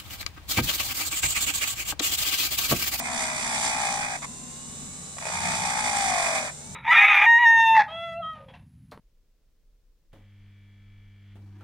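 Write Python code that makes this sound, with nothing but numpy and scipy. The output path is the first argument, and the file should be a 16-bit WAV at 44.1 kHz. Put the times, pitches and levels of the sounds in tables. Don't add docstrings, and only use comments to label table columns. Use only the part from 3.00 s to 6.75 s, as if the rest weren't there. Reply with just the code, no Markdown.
import sys
import numpy as np
from scipy import signal
from scipy.fft import rfft, irfft, next_fast_len
from scipy.io import wavfile
from scipy.ndimage import map_coordinates

SR = 44100
rng = np.random.default_rng(int(sys.argv[2]) if len(sys.argv) > 2 else 0)


def transcribe(u):
    v = np.clip(np.atleast_2d(u).T, -1, 1)
    q = np.round(v * 32767).astype(np.int16)
    wavfile.write(sys.argv[1], SR, q)


N = 165375

# time_s, speed_turns_per_s
SHAFT_SPEED = [(0, 68.9), (.14, 66.4), (.3, 63.2), (.46, 60.4), (.66, 59.4), (.94, 56.3), (1.17, 54.2),
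               (1.25, 57.9), (1.4, 59), (1.6, 62), (1.8, 63.9), (2, 64.8), (2.1, 64.3), (2.3, 62.3),
               (2.54, 60), (2.78, 57.8), (2.94, 54.8), (3.1, 51), (3.26, 46), (3.42, 41.8), (3.49, 42.6),
               (3.55, 44.9), (3.75, 50.9)]

# time_s, chatter_level_db, scrape_level_db, rasp_level_db
BITES = [
    [(0.0, -58, -28.5, -34), (0.022, -33.5, -44.5, -44.5), (0.058, -59, -34, -37.5),
     (0.086, -36, -35.5, -37.5), (0.208, -37, -30.5, -29), (0.318, -38.5, -34, -35),
     (0.416, -42.5, -34, -33), (0.43, -37, -34, -32.5), (0.658, -35, -33.5, -28.5),
     (0.754, -35.5, -33, -33), (0.994, -33, -36, -33), (1.03, -36.5, -30, -34), (1.056, -37, -33, -37),
     (1.166, -37.5, -36.5, -38), (1.172, -51, -47, -54), (1.19, -41, -48, -41)],
    [(2.2, -76, -49, -39), (2.218, -47.5, -45, -43), (2.31, -45, -39.5, -35.5), (2.338, -38, -35, -35),
     (2.458, -36.5, -33, -32), (2.55, -34.5, -32.5, -29), (2.67, -33, -32, -32), (3.054, -29, -30.5, -28.5),
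     (3.174, -28.5, -30.5, -31), (3.266, -32.5, -30, -30), (3.336, -31.5, -32, -32.5),
     (3.362, -36.5, -29.5, -31), (3.462, -39, -36.5, -36), (3.496, -54, -37.5, -41), (3.504, -49, -41, -48),
     (3.53, -56, -67, -49)],
]
# start_s, length_s, ring_level_db, scrape_level_db
TOUCHES = [(1.219, 0.0394, -37.5, -39.5), (2.183, 0.0081, -35, -37)]
# start_s, level_db (before layer trims)
KNOCKS = [(2.168, -43), (2.223, -40), (2.233, -40), (2.253, -32.5), (2.267, -31.5), (2.285, -40),
          (2.299, -34.5), (2.315, -40)]
TOUCH_EDGE_S, TOUCH_RASP_DB = 0.0012, -1
KNOCK_RISE_S, KNOCK_CHATTER_DB, KNOCK_RASP_DB = 0.0015, -0.2, -13

# time_s, grip (0 tip, 1 flank, 2 pressed hard)
GRIP = [(0, 0), (.39, 0), (.43, 1), (1.2, 1), (2.2, 0), (2.31, 0), (2.335, 1), (2.88, 1), (3.05, 2),
        (3.75, 2)]
RUNOUT_DEPTH = (.4, .34, .2)
# tip_db, flank_db, pressed_hard_db
CHATTER_LINES = [(0, -17, -28), (-2, -11, -22), (-6, -13, -18), (-6, -5, -11), (-1, -1, -3), (-4, 0, 0),
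                 (-16, -14, -9), (-12, -16, -16), (-13, -14, -18), (-13, -12, -21), (-16, -18, -22),
                 (-18, -18, -14), (-15, -19, -9), (-17, -17, -13)]
FIRST_ORDER = 10
SPREAD_RAD, CENTRE_ORDER = 0.45, 14
LINE_WAVER_DB, LINE_SLIP_RAD = 1.3, 0.25
CHATTER_DB, SCRAPE_DB, GRIT_DB = -0.2, -0.5, -2
CHATTER_LEFT_DB = 3
BOUNCE_DB = 1
SCRAPE_LASTS_TURNS, SCRAPE_ABOVE_HZ = 5, 850

# pitch_hz, left_db, right_db, left_lead_rad
BODY_COLOUR = [(150, -54, -60, -12), (372, -16.5, -32, -6.5), (575, -11.5, -54, 1), (634, 0.5, -23, 1.2),
               (790, -4, -3.5, 0.5), (920, -9, -16.5, 0.07), (1385, -13.5, -12, 1.5),
               (1657, -6, -14.5, 4.5), (1650, -41.5, -9.5, 7), (2470, -2, -4.5, 3), (2523, -46, -8, -3),
               (2610, -36, -47, 14.5), (3530, -45.5, -48, -15)]
# pitch_hz, left_db, right_db
RASP_COLOUR = [(2370, -25, -26.5), (3250, -20, -19), (3480, -11.5, -13.5), (4320, -31, -19.5),
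               (4505, -11, -19), (5330, -23.5, -14.5), (6070, -19.5, -10), (6830, -12, -22),
               (7230, -41, -8), (7830, -20, -11), (8590, -9.5, -18.5), (9320, -21, -34),
               (10175, -14.5, -37), (9720, -49, -24.5), (11410, -23, -28.5), (11050, -61, -64),
               (12500, -57, -31), (13400, -85, -53), (14800, -70, -70)]
# pitch_hz, left_db, right_db
TOUCH_RING_COLOUR = [(700, -27, -34), (1000, 1, -14), (1136, 10, 5), (1270, -27, -20), (1800, -48, -48)]

# pitch_hz, left_db, right_db
HISS_COLOUR = [(120, -60, -53), (252, -21, -10.5), (328, -11.5, -14.5), (462, -8, -12),
               (1110, -13.5, -18.5), (1260, -13.5, -19.5), (3120, -18.5, -17.5), (3080, -25, -26),
               (3630, -13, -11.5), (4760, -18.5, -19), (6170, -9.5, -9), (6380, -9.5, -8.5), (7600, -8, 1),
               (7910, -9, -8), (8800, -4, -22), (9850, -15.5, -18.5), (9950, -25, -26), (14200, -33, -36),
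               (15200, -57, -55)]
HISS_DB, HISS_DB_PER_HZ = -41, 0.09
LEFT_LAG = 10
# left_db, right_db, blur_rad
BRUSH_LINES = [(-62, -63, .4), (-64, -62, .5), (-63, -61, .4), (-60, -53, .6), (-53, -46, 1.9),
               (-60, -62, .7)]
BRUSH_HARMONICS = [3, 4, 5, 7, 8, 9]
BRUSH_ORDER = 15.43
# left_db, right_db, blur_rad
WHISTLE_LINES = [(-58, -72, 0.22), (-66, -64, 0.28), (-52.5, -66, 0.18), (-61.5, -70, 0.26),
                 (-65, -71, 0.25)]
WHISTLE_ORDERS = [12.35, 13.8, 17.3, 18.6, 34.6]
WHISTLE_WAVER_DB = 2.5
HIGH_ORDER, HIGH_DB_PER_HZ, FREE_HZ = 50, 0.85, 63

# time_s, lower_band_level_db, upper_band_level_db
RUMBLE_LEVELS = [(0.0, -61.5, -43), (0.87, -55, -47.5), (1.63, -56, -48), (1.85, -48.5, -46.5),
                 (2.22, -57, -60.5), (2.41, -37.5, -55), (2.47, -39.5, -43), (2.52, -40.5, -49),
                 (3.08, -53, -46), (3.21, -70, -55), (3.26, -67, -45), (3.63, -55, -55.5),
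                 (3.75, -38.5, -46)]
# pitch_hz, left_db, right_db
LOWER_RUMBLE_COLOUR = [(25, -30, -35), (60, -20, -26), (96, 4.5, 0.5), (123, -11, -12), (178, 8.5, 4.5),
                       (216, -11, -1.5), (253, -50, -54)]
# pitch_hz, left_db, right_db
UPPER_RUMBLE_COLOUR = [(170, -8, -19), (213, -5, 0.5), (237.3, 7, -2.5), (318, -16.5, -20), (470, -19, -24),
                       (700, -53, -43)]
# pitch_hz, level_db, blur_rad
HUMS = [(47, -63.5, .1), (77, -59.5, 0.37), (142.9, -53, 0.16), (181, -63, 0.18)]
HUM_LEFT_DB = 2
TOP_HZ = 15300


def amp(db):
    return 10 ** (np.asarray(db) / 20)


def unit(x):
    return x / np.sqrt(np.mean(x ** 2) + 1e-20)


def curves(rows, outside=None):
    times, *columns = np.transpose(rows)
    t = np.arange(N) / SR
    return [np.interp(t, times, column, outside, outside) for column in columns]


def wobble(rate):
    knots = rng.standard_normal(int(N * rate / SR) + 4)
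    return map_coordinates(knots, [np.arange(N) * rate / SR])


def coloured(x, table):
    m = next_fast_len(N + 8192)
    pitch_hz, *columns = np.transpose(table)
    log_f = np.log(np.fft.rfftfreq(m, 1 / SR) + 1)
    drawn = [np.interp(log_f, np.log(pitch_hz + 1), column) for column in columns]
    left_lead = drawn[2] if len(drawn) > 2 else 0
    phase = np.exp(0.5j * np.outer([1, -1], left_lead))
    gain = unit(amp(drawn[:2])) * phase
    return irfft(rfft(x, m) * gain, m)[:, :N]


def noise(alike, lag=0):
    shared, *separate = rng.standard_normal((3, N))
    alike = np.clip(alike, 0, 1)
    both = np.array([np.roll(shared, lag), shared])
    return np.sqrt(alike) * both + np.sqrt(1 - alike) * np.array(separate)


def contact():
    t = np.arange(N) / SR
    bites = np.sum([amp(curves(rows, outside=-200)) for rows in BITES], axis=0)
    gains = np.vstack([bites, np.zeros(N)])
    for start_s, length_s, ring_db, scrape_db in TOUCHES:
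        since = t - start_s
        touch = np.clip(np.minimum(since, start_s + length_s - t) / TOUCH_EDGE_S, 0, 1)
        gains[1:3] += amp([[scrape_db], [scrape_db + TOUCH_RASP_DB]]) * touch
        gains[3] += amp(ring_db) * touch * (0.5 + 0.5 * since / length_s)
    for start_s, level_db in KNOCKS:
        u = np.maximum(t - start_s, 0) / KNOCK_RISE_S
        layers_db = level_db + np.array([[KNOCK_CHATTER_DB], [0], [KNOCK_RASP_DB]])
        gains[:3] += amp(layers_db) * u * np.exp(1 - u)
    return gains


def flute_chatter(turns, grip):
    lines = []
    for grip_db in CHATTER_LINES:
        line_db = np.interp(grip, range(len(grip_db)), grip_db)
        lines.append(amp(line_db + LINE_WAVER_DB * wobble(9)))
    lines = np.array(lines)
    lines = lines / np.sqrt(np.sum(lines ** 2, 0) / 2)
    chatter = np.zeros(N)
    for order, gain in enumerate(lines, FIRST_ORDER):
        sweep = SPREAD_RAD * (order - CENTRE_ORDER) ** 2
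        slip = LINE_SLIP_RAD * wobble(12)
        chatter += gain * np.cos(2 * np.pi * order * turns + sweep + slip)
    return amp(CHATTER_DB) * amp([[CHATTER_LEFT_DB], [-CHATTER_LEFT_DB]]) * chatter


def surface_scrape(turns, swell):
    steps = 256
    surface = rng.standard_normal((int(turns[-1] / SCRAPE_LASTS_TURNS) + 3, steps + 1))
    surface[:, -1] = surface[:, 0]
    pattern = map_coordinates(surface, [turns / SCRAPE_LASTS_TURNS, turns % 1 * steps], order=1)
    highpass = signal.butter(2, SCRAPE_ABOVE_HZ, 'high', fs=SR, output='sos')
    scrape = unit(coloured(signal.sosfilt(highpass, swell * pattern), BODY_COLOUR))
    grit = unit(coloured(signal.sosfilt(highpass, swell * noise(alike=0.47)), BODY_COLOUR))
    return amp(SCRAPE_DB) * scrape + amp(GRIT_DB) * grit


def chip_rasp(swell):
    crackle = amp(1.63 * wobble(500))
    return unit(coloured(swell ** 0.5 * crackle * noise(0.44, LEFT_LAG), RASP_COLOUR))


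def fitting_ring():
    return unit(coloured(noise(alike=0.92), TOUCH_RING_COLOUR))


def burr(turns):
    chatter_gain, scrape_gain, rasp_gain, ring_gain = contact()
    grip, = curves(GRIP)
    depth = np.interp(grip, range(len(RUNOUT_DEPTH)), RUNOUT_DEPTH)
    turn_phase = 2 * np.pi * turns + 0.34 * wobble(4.85)
    swell = np.maximum(1 + depth * np.cos(turn_phase), 0)
    hand = amp(BOUNCE_DB * wobble(29.48))
    chatter = hand ** 0.5 * chatter_gain * flute_chatter(turns, grip)
    scrape = hand * scrape_gain * surface_scrape(turns, swell)
    rasp = hand ** 0.63 * rasp_gain * chip_rasp(swell)
    return chatter + scrape + rasp + ring_gain * fitting_ring()


def motor_hiss(speed):
    level_db = HISS_DB + HISS_DB_PER_HZ * (speed - 63) + 0.31 * wobble(11)
    return amp(level_db) * unit(coloured(noise(0.32, LEFT_LAG), HISS_COLOUR))


def motor_whine(speed, turns):
    orders = [BRUSH_ORDER * harmonic for harmonic in BRUSH_HARMONICS] + list(WHISTLE_ORDERS)
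    lines = list(BRUSH_LINES) + list(WHISTLE_LINES)
    whine = np.zeros((2, N))
    for order, (left_db, right_db, blur_rad) in zip(orders, lines):
        speed_db = (order > HIGH_ORDER) * HIGH_DB_PER_HZ * (speed - FREE_HZ)
        level_db = [[left_db], [right_db]] + WHISTLE_WAVER_DB * wobble(5.2) + speed_db
        whine += amp(level_db) * np.sin(2 * np.pi * order * turns + blur_rad * wobble(order + 15))
    return whine


def rumble():
    total = np.zeros((2, N))
    for level_db, colour in zip(curves(RUMBLE_LEVELS), [LOWER_RUMBLE_COLOUR, UPPER_RUMBLE_COLOUR]):
        total += amp(level_db + 1.4 * wobble(9.1)) * unit(coloured(noise(alike=0.89), colour))
    return total


def hum():
    t = np.arange(N) / SR
    total = np.zeros(N)
    for pitch_hz, level_db, blur_rad in HUMS:
        tone = np.sqrt(2) * np.sin(2 * np.pi * pitch_hz * t + blur_rad * wobble(9))
        total += amp(level_db + 0.51 * wobble(4.8)) * tone
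    return total * amp([[HUM_LEFT_DB], [-HUM_LEFT_DB]])


def scene():
    speed, = curves(SHAFT_SPEED)
    turns = np.cumsum(speed) / SR
    tool = burr(turns) + motor_hiss(speed) + motor_whine(speed, turns)
    return tool + rumble() + hum()


def record(dry):
    m = next_fast_len(N + 8192)
    kept = np.fft.rfftfreq(m, 1 / SR) < TOP_HZ
    return irfft(rfft(dry, m) * kept, m)[:, :N]


dry = scene()
out = record(dry)
transcribe(out)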